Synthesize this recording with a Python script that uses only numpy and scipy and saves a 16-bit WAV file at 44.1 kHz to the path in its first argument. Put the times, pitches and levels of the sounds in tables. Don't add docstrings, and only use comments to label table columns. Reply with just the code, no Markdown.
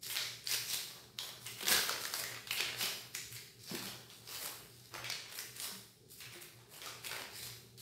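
import sys
import numpy as np
from scipy import signal
from scipy.fft import rfft, irfft, next_fast_len
from scipy.io import wavfile
from scipy.ndimage import uniform_filter1d

SR = 44100
rng = np.random.default_rng(int(sys.argv[2]) if len(sys.argv) > 2 else 0)


def transcribe(u):
    v = np.clip(np.atleast_2d(u).T, -1, 1)
    q = np.round(v * 32767).astype(np.int16)
    wavfile.write(sys.argv[1], SR, q)


N = 344421


def amp(db):
    return 10 ** (np.asarray(db) / 20)


def unit(x):
    return x / np.sqrt(np.mean(x ** 2) + 1e-20)


def along(points, hz):
    point_hz, value = np.transpose(points)
    return np.interp(np.log(hz + 1), np.log(point_hz + 1), value)


def filtered(x, response):
    m = next_fast_len(len(x) + SR // 4)
    spectrum = rfft(x, m) * response(np.fft.rfftfreq(m, 1 / SR))
    return irfft(spectrum, m)[:len(x)]


def coloured(x, colour):
    return unit(filtered(x, lambda hz: amp(along(colour, hz))))


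def resonances(modes, sign=-1):
    def response(f):
        return sum(sign ** k * amp(db) * 1j * f * width / (hz * hz - f * f + 1j * f * width)
                   for k, (hz, width, db) in enumerate(modes))
    return response


def patchy(patchy_db):
    z = signal.stft(rng.standard_normal(N + 512), nperseg=512)[2]
    field = uniform_filter1d(rng.standard_normal(z.shape), 8, 0)
    field = uniform_filter1d(field, 16, 1)
    return signal.istft(z * amp(patchy_db * unit(field)), nperseg=512)[1][:N]


def ventilation():
    # (frequency [Hz], level [dB per Hz])
    air = [(15, -71), (40, -30), (55, -1), (122, -14), (152, 3), (221, -10), (260, -6), (322, -13),
           (509, -31), (567, -34), (826, -15), (1080, -73), (2120, -47), (2300, -18.5), (2700, -39),
           (9000, -24), (15500, -44)]
    # (frequency [Hz], width [Hz], level before squaring [dB])
    duct = [(67.5, 31, -5.5), (120.2, 13, 3.5), (199.2, 30, -4.5), (404, 100, -4)]
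    # (frequency [Hz], RMS level [dB])
    tones = [(118, -80), (120.2, -72.5)]
    rush = coloured(patchy(patchy_db=1.0), air)
    drone = unit(filtered(patchy(patchy_db=2.5), lambda hz: resonances(duct)(hz) ** 2))
    t = np.arange(N) / SR
    hum = sum(amp(db) * np.sqrt(2) * np.sin(2 * np.pi * (hz * t + rng.random())) for hz, db in tones)
    return amp(-69) * rush + amp(-62.5) * drone + hum


def crackle(rate_per_s, spread_db):
    excess_db = spread_db * np.minimum(rng.exponential(size=N), 2.5)
    sizes = (rng.random(N) < rate_per_s / SR) * amp(excess_db)
    decay = np.exp(-np.arange(400) / (0.0015 * SR))
    gate = signal.fftconvolve(sizes, decay)[:N]
    return unit(gate * rng.standard_normal(N))


def stroke_gain(start, length, hold_db, fade_db_per_s, rest_db):
    attack_share, attack_db = 0.48, 17.5
    start, length = start[:, None], length[:, None]
    t = np.arange(0, N / SR, .002)
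    swell_db = attack_db * np.minimum((t - start) / (attack_share * length) - 1, 0)
    fade_db = fade_db_per_s * np.maximum(t - start - length, 0)
    shape_db = hold_db[:, None] + swell_db - fade_db
    power = (amp(shape_db) ** 2 * (t > start)).sum(axis=0) + amp(rest_db) ** 2
    return np.interp(np.arange(N) / SR, t, np.sqrt(power))


def slide():
    # (start [s], length [s], flap of the whole sheet [dB], crumple of its panels [dB],
    # rustle [dB], hiss of the surface [dB])
    note_strokes = [(0.01, 0.07, -78, -60.5, -50.5, -50), (0.076, 0.054, -62, -50.5, -49, -41),
                    (0.143, 0.094, -60.5, -55, -46.5, -68), (0.457, 0.088, -59, -46, -40, -41),
                    (0.629, 0.13, -67, -54.5, -45, -47.5), (0.698, 0.059, -64.5, -52.5, -50, -43),
                    (0.837, 0.17, -65, -72, -64, -83), (1.169, 0.11, -57.5, -59, -55.5, -53.5),
                    (1.394, 0.12, -71, -64.5, -55, -51.5), (1.562, 0.075, -59.5, -53, -58, -52),
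                    (1.656, 0.078, -44.5, -39.5, -38, -34), (1.856, 0.06, -48.5, -47, -54, -51.5),
                    (1.968, 0.11, -59, -56, -51, -49), (2.104, 0.1, -54, -51, -51, -44.5),
                    (2.287, 0.061, -59.5, -56, -61, -80), (2.472, 0.099, -60, -45.5, -64, -46.5),
                    (2.526, 0.16, -55.5, -47, -56.5, -66), (2.751, 0.11, -52.5, -48.5, -43.5, -43.5),
                    (3.128, 0.053, -79, -55.5, -50, -50), (3.294, 0.063, -94, -58, -60, -52),
                    (3.572, 0.12, -87, -77, -60, -60), (3.645, 0.13, -57.5, -57, -52.5, -52),
                    (3.804, 0.065, -53.5, -57, -51.5, -50), (4.03, 0.17, -72.5, -90, -73, -64.5),
                    (4.231, 0.17, -59.5, -56, -51, -51.5), (4.375, 0.096, -53, -53, -51, -46),
                    (4.57, 0.35, -77.5, -75, -66, -67), (4.907, 0.088, -54, -53, -77, -60),
                    (5.054, 0.11, -62, -54.5, -53.5, -62), (5.235, 0.09, -67, -59.5, -60, -64.5),
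                    (5.309, 0.1, -65.5, -57.5, -57, -49.5), (5.544, 0.04, -68.5, -58.5, -57.5, -54.5),
                    (5.582, 0.082, -57.5, -54, -47, -46.5), (6.087, 0.048, -85, -74.5, -62, -54.5),
                    (6.159, .05, -82, -68, -60.5, -55), (6.185, 0.077, -69, -58.5, -68, -68),
                    (6.308, 0.051, -70.5, -58, -59.5, -57.5), (6.404, 0.02, -69, -62, -62.5, -52),
                    (6.513, 0.12, -71, -78, -96, -92), (6.672, .12, -65, -70, -66, -59),
                    (6.777, 0.12, -58.5, -57.5, -57, -57.5), (7.023, 0.05, -70, -51.5, -52, -49),
                    (7.039, 0.17, -53, -54, -55.5, -57), (7.303, 0.11, -72, -57, -52.5, -51),
                    (7.395, 0.072, -63, -59, -52.5, -50), (7.775, 0.11, -71, -66, -53, -49)]
    # (frequency [Hz], level [dB per Hz])
    flap = [(200, -13.5), (400, 1.5), (800, -0.5), (1200, 0.5), (1800, -3.5), (4000, -58)]
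    crumple = [(700, -10), (1300, -1.5), (2100, 7), (2900, 5.5), (4200, -6.5), (8000, -53.5)]
    rustle = [(1500, -100), (2900, -12.5), (3800, 0.5), (5200, 1.5), (6300, -5), (8500, -13),
              (12000, -79.5)]
    hiss = [(4000, -63), (7000, -3.5), (9000, 0), (10500, -3), (12500, 0), (15500, -6)]
    # (flap, crumple, rustle, hiss [dB/s])
    fades_db_per_s = (90, 120, 140, 400)
    # (flap, crumple, rustle, hiss [dB])
    rests_db = (-85, -87, -76, -95)
    start, length, *levels_db = np.transpose(note_strokes)
    grit = crackle(rate_per_s=300, spread_db=4.2)
    layers = [coloured(patchy(patchy_db=2.5) + .9 * grit, colour)
              for colour in (flap, crumple, rustle, hiss)]
    return sum(stroke_gain(start, length, *shape) * layer
               for *shape, layer in zip(levels_db, fades_db_per_s, rests_db, layers))


def snaps():
    # (time [s], peak level ahead [dB], level all round relative to it [dB],
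    # low ring [Hz], high ring [Hz], high-ring mode relative to low [dB])
    creases = [(0.0301, -40, -14, 2950, 5300, 23), (0.0537, -39.5, -19, 3350, 3620, 22),
               (0.1005, -33.5, -12.5, 3000, 3600, -23), (0.1655, -25, -13.5, 2210, 3850, -11),
               (0.1705, -23, -20, 2280, 3840, 1), (0.442, -41.5, -17, 2300, 9150, 3),
               (0.472, -23.5, -27, 3330, 4700, 14), (0.5133, -22.5, -32, 2240, 5540, 8),
               (0.5362, -22, -22, 2760, 5030, 6), (0.7142, -38, -4.5, 3100, 3800, 13),
               (1.1876, -24, -18.5, 3800, 4130, -12), (1.459, -40, -7, 2100, 2880, 1),
               (1.4649, -32, -24, 4870, 8000, 8), (1.6075, -35.5, -16, 3300, 3600, -5),
               (1.634, -33, -21, 3270, 3960, -15), (1.6558, -26.5, -31, 2220, 3670, -3),
               (1.6692, -22.5, -19, 1890, 3700, -2), (1.6829, -13.5, -24, 3500, 5840, 1),
               (1.718, -15, -16, 1590, 4000, -8.5), (1.7343, -25, -34, 2240, 3620, -1),
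               (1.759, -27, -16, 3170, 5200, -1), (1.8935, -22.5, -17.5, 1390, 4480, -4),
               (1.926, -29, -27, 3300, 4870, 14), (2.0373, -30.5, -19, 1350, 4900, -3),
               (2.0525, -27.5, -22, 1800, 5340, -20), (2.138, -20, -22, 1590, 4730, 1),
               (2.2383, -25.5, -18, 1970, 4500, -17), (2.345, -37.5, -17.5, 2450, 3580, -15),
               (2.4717, -33.5, -16, 1620, 3900, 6), (2.5082, -22, -19.5, 2730, 3950, -9),
               (2.5732, -28, -9.5, 3060, 4240, -2), (2.6061, -21.5, -20, 2450, 3900, 4),
               (2.8099, -25, -13, 2900, 3770, -22), (3.1498, -25.5, -20, 2440, 6700, 1),
               (3.363, -36.5, -14, 2230, 4500, 0), (3.5923, -48.5, -12, 2430, 4630, 5),
               (3.6753, -38.5, -12, 2600, 4500, 12), (3.75, -32.5, -15.5, 2580, 3740, -4),
               (3.793, -35, -32, 3300, 4310, 3), (3.8683, -35.5, -13, 3230, 4480, -3),
               (4.101, -40.5, -14.5, 3350, 3930, -15), (4.275, -37, -18, 3130, 4800, 4),
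               (4.94, -32, -16.5, 1400, 4870, -3), (5.0433, -30, -12.5, 2720, 3200, -10),
               (5.1, -23, -21.5, 2340, 4800, 1), (5.1216, -27.5, -21, 2800, 4400, 24),
               (5.3882, -28, -19, 1950, 5650, 1.5), (5.5998, -28.5, -19, 4850, 9200, 9),
               (6.2048, -37, -14, 2240, 4150, -1), (6.4252, -44, -21, 2740, 5680, 4),
               (6.589, -50.5, -16, 875, 3620, -23), (6.738, -43, -14.5, 2980, 4650, -14),
               (6.817, -32.5, -18.5, 2280, 3280, -5), (6.8599, -32, -15.5, 1240, 4080, -21),
               (7.033, -54, -18, 4600, 9000, 3), (7.1138, -29, -17.5, 1560, 4820, -30),
               (7.7773, -48, -8, 3540, 4140, 12)]
    snap_ms, snap_scatter = 2.8, 0.2
    body_db, edge_db, edge_grows = -26.5, -17.5, 0.21
    edge_ahead_db = 7
    stored = np.sqrt(SR * .75 / np.log(1e6))
    ahead, around = np.zeros(N + SR), np.zeros(N + SR)
    t = np.arange(SR // 40) / SR
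    for time_s, peak_db, walls_db, low_hz, high_hz, high_db in creases:
        panels = resonances([(900, 700, body_db), (low_hz, 0.13 * low_hz, 0), (4200, 5000, -10),
                             (high_hz, .2 * high_hz, high_db)], sign=1)
        edge = resonances([(12400, 2200, edge_db + edge_grows * high_db)])

        def paper(f, beam=1):
            limp = (1 + 1j * f / 9000) ** 2
            return panels(f) / limp + beam * edge(f)

        ms = snap_ms * np.exp(snap_scatter * rng.standard_normal())
        burst = rng.standard_normal(len(t)) * np.exp(-(1000 * t / ms) ** 2)
        snap = filtered(burst, lambda f: paper(f, beam=amp(edge_ahead_db)))
        at = round(time_s * SR)
        ahead[at:][:len(t)] += amp(peak_db) * snap / np.abs(snap).max()
        mean = filtered((t == 0) + .5 * burst / np.linalg.norm(burst), paper)
        around[at:][:len(t)] += amp(peak_db + walls_db) * stored * mean / np.linalg.norm(mean)
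    return ahead[:N], around[:N]


def bumps():
    # (time [s], level before the common trim [dB], boost of the lowest mode [dB])
    pushes = [(1.629, -38, 3), (1.702, -35.5, 6), (1.75, -43, 9), (2.247, -46.5, -4), (2.601, -39, -12),
              (2.829, -39, 1.5), (3.713, -31.5, 9), (3.738, -32, 5), (3.781, -46, 11), (4.428, -47, -2),
              (4.937, -47, -12), (5.721, -49, 18), (6.347, -44, -10)]
    # (frequency [Hz], width [Hz], level, the lowest before its boost [dB])
    modes = [(190, 26, -2), (350, 25.6, 3.5), (513, 170, -9)]
    trim_db = -3.5
    out, t = np.zeros(N + SR), np.arange(SR // 5) / SR
    (hz, width_hz, db), *upper = modes
    for time_s, level_db, low_db in pushes:
        push = 9 * (t == 0) + np.exp(-t / 0.012) * rng.standard_normal(len(t))
        ring = filtered(push, resonances([(hz, width_hz, db + low_db), *upper]))
        out[round(time_s * SR):][:len(t)] += amp(level_db + trim_db) * ring / np.abs(ring).max()
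    return out[:N]


def room(x):
    # (frequency [Hz], T60 [s])
    decay = [(200, 0.87), (1000, 0.45), (3000, 0.67), (7000, 0.68), (14000, 0.81)]
    out, step = np.zeros(N + 2 * SR), SR // 10
    for start in range(0, N, step):
        hz, t, z = signal.stft(rng.standard_normal(SR), SR, nperseg=256)
        t60_s = along(decay, hz)[:, None]
        tail = signal.istft(z * amp(-60 * t / t60_s), SR, nperseg=256)[1]
        tail_s = np.arange(len(tail)) / SR
        tail *= 0.7 + 0.3 / (1 + np.exp(-(tail_s - .006) / .002))
        tail = np.pad(tail / np.linalg.norm(tail), (150, 0))
        echo = signal.fftconvolve(x[start:start + step], tail)
        out[start:][:len(echo)] += echo
    return out[:N]


def scene():
    ahead, around = snaps()
    soft = slide() + bumps()
    mono = ahead + soft + room(around + amp(-2) * soft) + ventilation()
    return np.array([mono, mono])


def record(dry):
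    bass_hz, top_hz = 35, 15700

    def capsule(hz):
        bass_cut = 1j * hz / (bass_hz + 1j * hz)
        return bass_cut ** 2 * (hz < top_hz)

    return np.array([filtered(x, capsule) for x in dry])


dry = scene()
out = record(dry)
transcribe(out)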